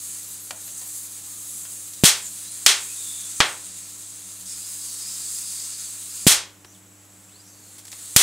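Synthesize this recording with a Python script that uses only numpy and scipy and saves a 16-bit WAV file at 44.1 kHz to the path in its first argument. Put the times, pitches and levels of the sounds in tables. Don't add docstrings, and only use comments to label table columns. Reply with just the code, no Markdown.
import sys
import numpy as np
from scipy import signal
from scipy.fft import rfft, irfft
from scipy.io import wavfile
from scipy.ndimage import uniform_filter1d

SR = 44100
rng = np.random.default_rng(int(sys.argv[2]) if len(sys.argv) > 2 else 0)


def invert_db(x):
    u = np.asarray(x, float) / 20
    return 10 ** u


def store_pcm(level_fs):
    pcm = np.round(np.clip(level_fs, -1, 1) * 32767).astype(np.int16)
    wavfile.write(sys.argv[1], SR, np.atleast_2d(pcm).T)


N = 362502

# frequency in Hz, level in dB per Hz.
SPARK_SPECTRUM = [(600, -71), (1000, -19), (2000, -20), (3200, -15.5), (3800, -10.5), (5700, -11),
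                  (6500, -4.5), (7400, -1), (8900, -2), (9500, -5.5), (10400, -6), (11300, -10.5),
                  (13400, -14), (15800, -15)]
# time in s, current in dB, creeping path length from -1 to 1.
CURRENT = [(0, -37.5, -0.1), (.07, -35.5, -0.4), (.41, -42, -0.5), (.75, -38, -0.1), (.96, -37.5, -1),
           (1.24, -40, -0.6), (1.57, -38.5, -0.7), (2.0, -40.5, -0.4), (2.5, -37.5, 0), (2.95, -35, 0.7),
           (3.36, -34.5, 0.7), (3.6, -40, 0.6), (4.452, -42, 0.2), (4.459, -35.5, 0.6), (4.7, -37.5, -0.05),
           (5.3, -34, 0.24), (5.8, -35, .7), (6.0, -37.5, -0.1)]
# time in s, current in dB, path length from -1 to 1.
RETURN = [
    (6.62, -75, 0),
    (6.76, -56, 0),
    (6.83, -68, 0),
    (7.2, -57, 0),
    (7.549, -57.5, 0.019),
    (7.8, -48, 0),
    (7.93, -44, 0),
    (8.155, -37, .2),
]
# time in s, change in dB, pause in s.
QUENCH = [
    (.515, -3, 0.042),
    (2.49, -3, 0.028),
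    (3.96, -0.5, .03),
    (4.12, 0, 0.022),
    (7.804, -8, 0.051),
    (7.86, -7, .01),
    (7.89, -5, .026),
]
SPARKS_PER_S = 900
LOW_DB, BRIGHT_DB, TOP_DB = 1.5, -3, -4
LOW_LAG = -0.43
FLICKER_DB, FLICKER_S, WANDER_DB = .8, .03, .8

ARC_S = [2.0371, 2.6625, 3.4033, 6.2674, 8.1630]
# blast in dB, tilt in dB per octave, dulling in dB per octave squared, room modes in dB.
ARCS = [
    (13, 1, 0.5, -2),
    (8.5, -2.5, 2, 3.5),
    (-1, -10, 2.5, 8),
    (14, 1.5, 0, -4),
    (13.5, 1.5, 0, 2),
]
# thump in dB, thump frequency in Hz, deafness in s.
KICKS = [
    (1.5, 160, 0.022),
    (-43, 29, 0.0002),
    (-27.5, 140, 0.00021),
    (1.5, 168, 0.013),
    (2.5, 112, 0.00011),
]
# frequency in Hz, level in dB per Hz.
BLAST_SPECTRUM = [(150, -17.5), (250, -24), (360, -12), (400, -20), (475, -17), (1170, -8.5), (1280, -11),
                  (1450, -8), (2950, -7.5), (3210, -3.5), (4630, -4), (8510, -1.5), (15900, -14.5)]
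# delay in s, level in dB.
WALLS = [
    (0, -7.5),
    (.0021, -19),
    (.0034, -2),
    (.0069, 1),
    (.0076, -10),
]
# frequency in Hz, level in dB, decay time T60 in s.
ROOM_MODES = [
    (396, -37, 0.55),
    (421, -27.5, 0.19),
]

# start in s, length in s, from Hz, to Hz, level in dB.
TONES = [
    (1.0, .33, 800, 810, -71),
    (1.25, .22, 1205, 1230, -64),
    (1.49, .06, 1225, 1225, -62),
    (6.74, .88, 7800, 7650, -60),
    (6.725, .047, 5600, 2900, -57),
    (7.285, .13, 2300, 4900, -56),
]
# start in s, length in s, from Hz, to Hz, level in dB.
STREAMERS = [(0, .07, 15000, 15300, -49), (0.043, 0.092, 10200, 10200, -45),
             (0.172, 0.087, 15300, 13000, -47), (0.263, .1, 11200, 13200, -44),
             (0.397, .07, 12800, 11600, -44.5), (.6, .13, 12000, 12200, -46),
             (0.828, .08, 12300, 13000, -45), (.92, .08, 10300, 10400, -46),
             (1.44, 0.15, 10200, 10300, -41), (2.217, 0.081, 7200, 7160, -36),
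             (2.367, 0.085, 9400, 8700, -41.5), (2.49, 0.067, 9800, 8900, -36.5),
             (2.418, 0.13, 3670, 4200, -50.5), (2.868, .07, 2410, 2530, -49),
             (2.959, 0.33, 3700, 3530, -47.5), (4.456, 0.54, 4960, 5070, -51),
             (4.979, 0.21, 5100, 5060, -42.5), (5.162, .7, 5000, 5050, -47),
             (4.801, 1.1, 4550, 4510, -50.5), (6.658, .08, 5770, 6000, -54.5),
             (6.69, 0.076, 6600, 7700, -55), (7.462, .27, 4950, 4250, -63.5), (4.659, .26, 5080, 5080, -52)]
# start in s, length in s, from Hz, to Hz, level in dB.
GLOWS = [
    (7.41, 0.45, 5300, 7500, -58),
    (7.36, 0.36, 7800, 13400, -63),
    (10, .26, 4900, 4200, -60),
    (6.08, 0.27, 5200, 5000, -49),
    (4.456, .12, 5500, 5200, -45),
    (4.5, 1.34, 4070, 3830, -56.5),
    (4.9, .95, 5600, 6000, -49),
]
TONE_BLUR, STREAMER_BLUR, GLOW_BLUR = 0.023, .065, .13
GLIDE_EASE, EDGE_DB, EDGE_S = 1.8, -8, 0.024

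# start in s,
# peak in dB, tilt in dB per octave, length in s, echo in dB.
TICKS = [(0.5078, -6.5, -3.5, 0.0037, -7.5), (0.6785, -25, -4, 0.0055, 0),
         (0.815, -24.5, -4.5, 0.0048, 2.5), (1.652, -19, -1, 0.0058, -2), (1.802, -34, -7, 0.0046, -5),
         (1.88, -21, 5, 0.0064, -8), (1.934, -14, 5, 0.0089, -10), (4.397, -20, 6, 0.005, -12),
         (4.458, -23, 2, 0.0049, -8), (6.6464, -24.5, -6.5, 0.0063, -13), (7.0514, -31, 1.5, 0.005, -8),
         (7.3594, -46, -2, 0.0047, -8), (7.753, -31, 1, 0.005, -7), (7.783, -23, 0.5, 0.02, -8),
         (7.8526, -19.5, 0.5, 0.005, -14), (7.868, -26, 2, 0.005, -8), (7.881, -22, -2, 0.0038, -10),
         (7.917, -17, 1.5, 0.0063, -6), (7.928, -16.5, -2.5, 0.006, -5), (7.9892, -27, -3, 0.0044, 1),
         (3.4034, 12, -6, 0.00074, -38)]
# frequency in Hz, bandwidth in Hz, level in dB, decay time T60 in s.
KNOCK = (720, 450, -45, 0.27)
KNOCK_S = .5095
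# frequency in Hz, bandwidth in Hz, level in dB, T60 in s.
SHEET = (1619, 500, -21.5, 0.15)

# frequency in Hz, decay time T60 in s.
ROOM_T60 = [(250, 0.36), (500, 0.42), (1000, 0.35), (2700, 0.33), (5000, 0.28), (8000, 0.25), (11000, 0.21),
            (16000, 0.16)]
# frequency in Hz, likeness from 0 to 1.
ROOM_SAME = [(60, 0.77), (300, 1), (700, 0.99), (1400, 0.99), (3100, .92), (5600, 0.89), (6800, 0.93),
             (9600, 0.95), (10800, 0.93), (15500, 0.29)]

# frequency in Hz, level in dB rms.
HUM = [
    (100.0, -59),
    (200.0, -70.5),
    (300.0, -63),
]
MOTOR_HZ, MOTOR_WIDTH, MOTOR_DB = 187.4, 14, -65
# time in s, level in dB.
HANDLING = [
    (3.6, -76),
    (4.5, -70),
    (4.9, -72),
    (5.3, -74),
    (5.65, -81),
    (6.19, -67),
]
GRIP_S, STILL_DB = .13, -93.5
# frequency in Hz, level in dB per Hz.
FLOOR_SPECTRUM = [(25, -22), (70, -18), (150, -11), (400, -11), (1070, -15), (2000, -17), (3500, -20),
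                  (4700, -23), (6500, -15.5), (7600, -10), (8300, -18.5), (11500, -19.5), (14000, -25),
                  (15900, -23.5)]
# frequency in Hz, likeness from 0 to 1.
FLOOR_SAME = [(60, 0.99), (130, 0.97), (290, 0.92), (640, 0.52), (1410, 0.72), (3100, 0.63), (6820, 1),
              (15000, 0.89)]
FLOOR_DB = -52.5
WIDE_HZ, WIDE_DB = 10800, -10.5
EDGE_HZ = 15760


def evened(x):
    return x / np.sqrt(np.mean(x ** 2) + 1e-20)


def read(points, hz):
    f, value = np.transpose(points)
    return np.interp(np.log(hz + 1), np.log(f + 1), value)


def add(mix, s, sound):
    part = mix[..., round(s * SR):][..., :sound.shape[-1]]
    part += sound[..., :part.shape[-1]]


def resonate(x, hz, width):
    turn = np.exp(2j * np.pi * np.cumsum(hz * np.ones(len(x))) / SR)
    r = np.exp(-np.pi * width / SR)
    return 2 * (turn * signal.lfilter([1 - r], [1, -r], x / turn)).real


def narrow_noise(n, hz, width):
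    return evened(resonate(resonate(rng.standard_normal(n), hz, width), hz, width))


def pair(gain_db, same, size):
    a, b, c, d = rng.standard_normal((gain_db.shape[1], gain_db.shape[0], 4)).T
    like = np.clip(read(same, np.fft.rfftfreq(size, 1 / SR)), 0, 1)[:, None]
    mid = np.sqrt(1 + like) * (a + 1j * b)
    side = np.sqrt(1 - like) * (c + 1j * d)
    field = np.array([mid + side, mid - side]) * invert_db(gain_db)
    return signal.istft(field, nperseg=size, noverlap=size * 3 // 4)[1]


def drift(length_s):
    size = int(length_s * SR)
    return evened(uniform_filter1d(uniform_filter1d(rng.standard_normal(N), size), size))


def spark_train():
    wobble = evened(uniform_filter1d(rng.standard_normal(N), 60))
    rate = np.abs(SPARKS_PER_S * (1 + .35 * wobble))
    fired = np.diff(np.floor(np.cumsum(rate) / SR), prepend=0)
    strength = invert_db(1.0 * rng.standard_normal(N))
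    sizzle = signal.lfilter([1], [1, -.93], fired * strength)
    return (evened(sizzle) + 2.4) * rng.standard_normal(N)


def hiss():
    t = np.arange(N) / SR
    near, away = (np.array([np.interp(t, rows[0], column) for column in rows[1:]])
                  for rows in (np.transpose(CURRENT), np.transpose(RETURN)))
    level_db, path = np.where(t < ARC_S[3], near, away)
    low_db = LOW_DB * path + LOW_LAG * (np.maximum(level_db, -46) + 39.5) + WANDER_DB * drift(0.24) - 1.5
    bright_db = BRIGHT_DB * path + WANDER_DB * drift(.06) + 0.6
    top_db = TOP_DB * path + WANDER_DB * drift(.07) - 1.0
    level_db = level_db + FLICKER_DB * drift(FLICKER_S)
    level_db += sum(db * (t > s) * np.clip((s + pause - t) / .003, 0, 1) for s, db, pause in QUENCH)

    hz, frame_s, z = signal.stft(spark_train(), SR, nperseg=256)
    at = np.minimum((frame_s * SR).astype(int), N - 1)
    low = np.interp(hz, [5200, 6200], [1, 0])[:, None]
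    bright = np.interp(hz, [9100, 10200, 10200, 11800], [0, 1, 1, 0])[:, None]
    top = np.interp(hz, [10600, 11800], [0, 1])[:, None]
    patches = uniform_filter1d(uniform_filter1d(rng.standard_normal(z.T.shape), 24, 0), 6, 1)
    field_db = read(SPARK_SPECTRUM, hz)[:, None] + 0.68 * evened(patches).T
    field_db += low * low_db[at] + bright * bright_db[at] + top * top_db[at]
    noise = signal.istft(z * invert_db(field_db), SR, nperseg=256)[1][:N]
    return evened(noise) * invert_db(level_db + 1.72)


def coloured(x, tilt_db, dull_db):
    hz = np.fft.rfftfreq(x.shape[-1], 1 / SR)
    octave = np.log2((hz + 300) / 5000)
    gain_db = read(BLAST_SPECTRUM, hz) + tilt_db * octave - dull_db * octave ** 2
    return irfft(rfft(x) * invert_db(gain_db))[..., :-400]


def arc(echo, blast_db, tilt_db, dull_db, modes_db, thump_db, thump_hz, deaf_s):
    tail = coloured(echo, tilt_db, dull_db)
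    t = np.arange(tail.shape[1]) / SR
    level = tail / np.sqrt(np.mean(tail[:, :900] ** 2))
    deafened = np.clip(t / max(deaf_s, 1e-4), .04, 1) ** 2.0
    early = sum(invert_db(db + 8) * np.exp(-np.maximum(t - s, 0) / 0.00043) * (t >= s) for s, db in WALLS)
    crowd = 1 + 2.1 * np.exp(-t / 0.0034)
    boom = sum(invert_db(db + modes_db - 60 * t / t60) * np.sin(2 * np.pi * hz * t) for hz, db, t60 in ROOM_MODES)
    thump = np.cos(2 * np.pi * thump_hz * t) * np.exp(-t / 0.0033)
    blast = invert_db(blast_db - 15.5) * (level * (deafened * crowd + early) + boom)
    return blast + invert_db(thump_db) * thump


def whistle(blur, length, from_hz, to_hz, db):
    t = np.arange(0, length, 1 / SR)
    pitch = to_hz + (from_hz - to_hz) * (1 - t / length) ** GLIDE_EASE
    width = blur * np.sqrt(from_hz * to_hz)
    a, b = rng.standard_normal((2, 2 * SR))[:, :len(t)]
    tone = evened(resonate(resonate(a, pitch, width), pitch, 2 * width))
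    flutter_db = np.sqrt(width / 160) * evened(uniform_filter1d(b, 700))
    inside = np.minimum(t, length - t)
    level_db = db + flutter_db + EDGE_DB * np.exp(-inside / EDGE_S)
    return tone * invert_db(level_db) * np.minimum(inside / .004, 1)


def tick(peak_db, tilt_db, length):
    decay = np.exp(-np.arange(2000) / SR / max(length, 3e-4))
    burst = coloured(rng.standard_normal(2000) * decay, tilt_db, 0)
    return invert_db(peak_db - 9.5) * burst / abs(burst).max()


def knock(hz, width, db, t60):
    t = np.arange(9000) / SR
    return narrow_noise(9000, hz, width) * invert_db(db - 60 * t / t60)


def room():
    hz = np.fft.rfftfreq(256, 1 / SR)[:, None]
    t = np.arange(420) * 64 / SR
    tail = pair(-60 * t / read(ROOM_T60, hz), ROOM_SAME, size=256)[:, 128:]
    return tail / np.linalg.norm(tail[0])


def background():
    t = np.arange(N) / SR
    hum = sum(np.sqrt(2) * invert_db(db) * np.sin(2 * np.pi * (hz * t + rng.random())) for hz, db in HUM)
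    motor = narrow_noise(N, MOTOR_HZ, MOTOR_WIDTH)
    field_db = read(FLOOR_SPECTRUM, np.fft.rfftfreq(2048, 1 / SR))[:, None] + np.zeros(N // 512 + 5)
    floor = evened(pair(field_db, FLOOR_SAME, size=2048)[:, :N])
    grip = sum(invert_db(db) * np.exp(-((t - s) / GRIP_S) ** 2) for s, db in HANDLING)
    rumble = narrow_noise(N, 35, 25) * (invert_db(STILL_DB) + grip)
    return rumble + hum * invert_db([[-1.0], [1.0]]) + invert_db(MOTOR_DB) * motor + invert_db(FLOOR_DB) * floor


def scene():
    echo, steady, floor = room(), hiss(), background()
    cracks, sent = np.zeros(N), np.zeros(N)
    for s, *row, echo_db in TICKS:
        burst = tick(*row)
        add(cracks, s, burst)
        add(sent, s, invert_db(echo_db) * signal.lfilter([.3], [1, -.7], burst))
    add(cracks, KNOCK_S, knock(*KNOCK))
    add(cracks, ARC_S[2], knock(*SHEET))
    for blur, table in [(TONE_BLUR, TONES), (GLOW_BLUR, GLOWS), (STREAMER_BLUR, STREAMERS)]:
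        for s, *row in table:
            add(steady, s, whistle(blur, *row))
    wet = signal.fftconvolve((invert_db(-8.0) * steady + sent)[None], echo, axes=1)[:, :N]
    mix = invert_db(0.37) * steady + cracks + wet + floor
    for s, row, kick in zip(ARC_S, ARCS, KICKS):
        add(mix, s, arc(echo, *row, *kick))
    return mix


def roll_off(x):
    return signal.sosfilt(signal.butter(12, 16450, fs=SR, output="sos"), x)


def record(dry):
    high = signal.butter(6, WIDE_HZ, "high", fs=SR, output="sos")
    spread = signal.sosfilt(high, np.roll(dry.mean(0), 37))
    dry = dry + invert_db(WIDE_DB) * spread * [[1], [-1]]
    lag = np.exp(-1 / (0.01 * SR))
    power = np.minimum((dry ** 2).mean(0), 3.0)
    power_db = 10 * np.log10(signal.lfilter([1 - lag], [1, -lag], power) + 1e-12)
    over_db = np.maximum(power_db + 9.0, 0)
    held = np.clip(dry / invert_db(1.28 * over_db), -.95, .95)
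    band_limit = signal.firwin(767, EDGE_HZ, window=("kaiser", 4.0), fs=SR)
    mix = signal.oaconvolve(held, band_limit[None], "same")
    return roll_off(mix)


dry = scene()
out = record(dry)
store_pcm(out)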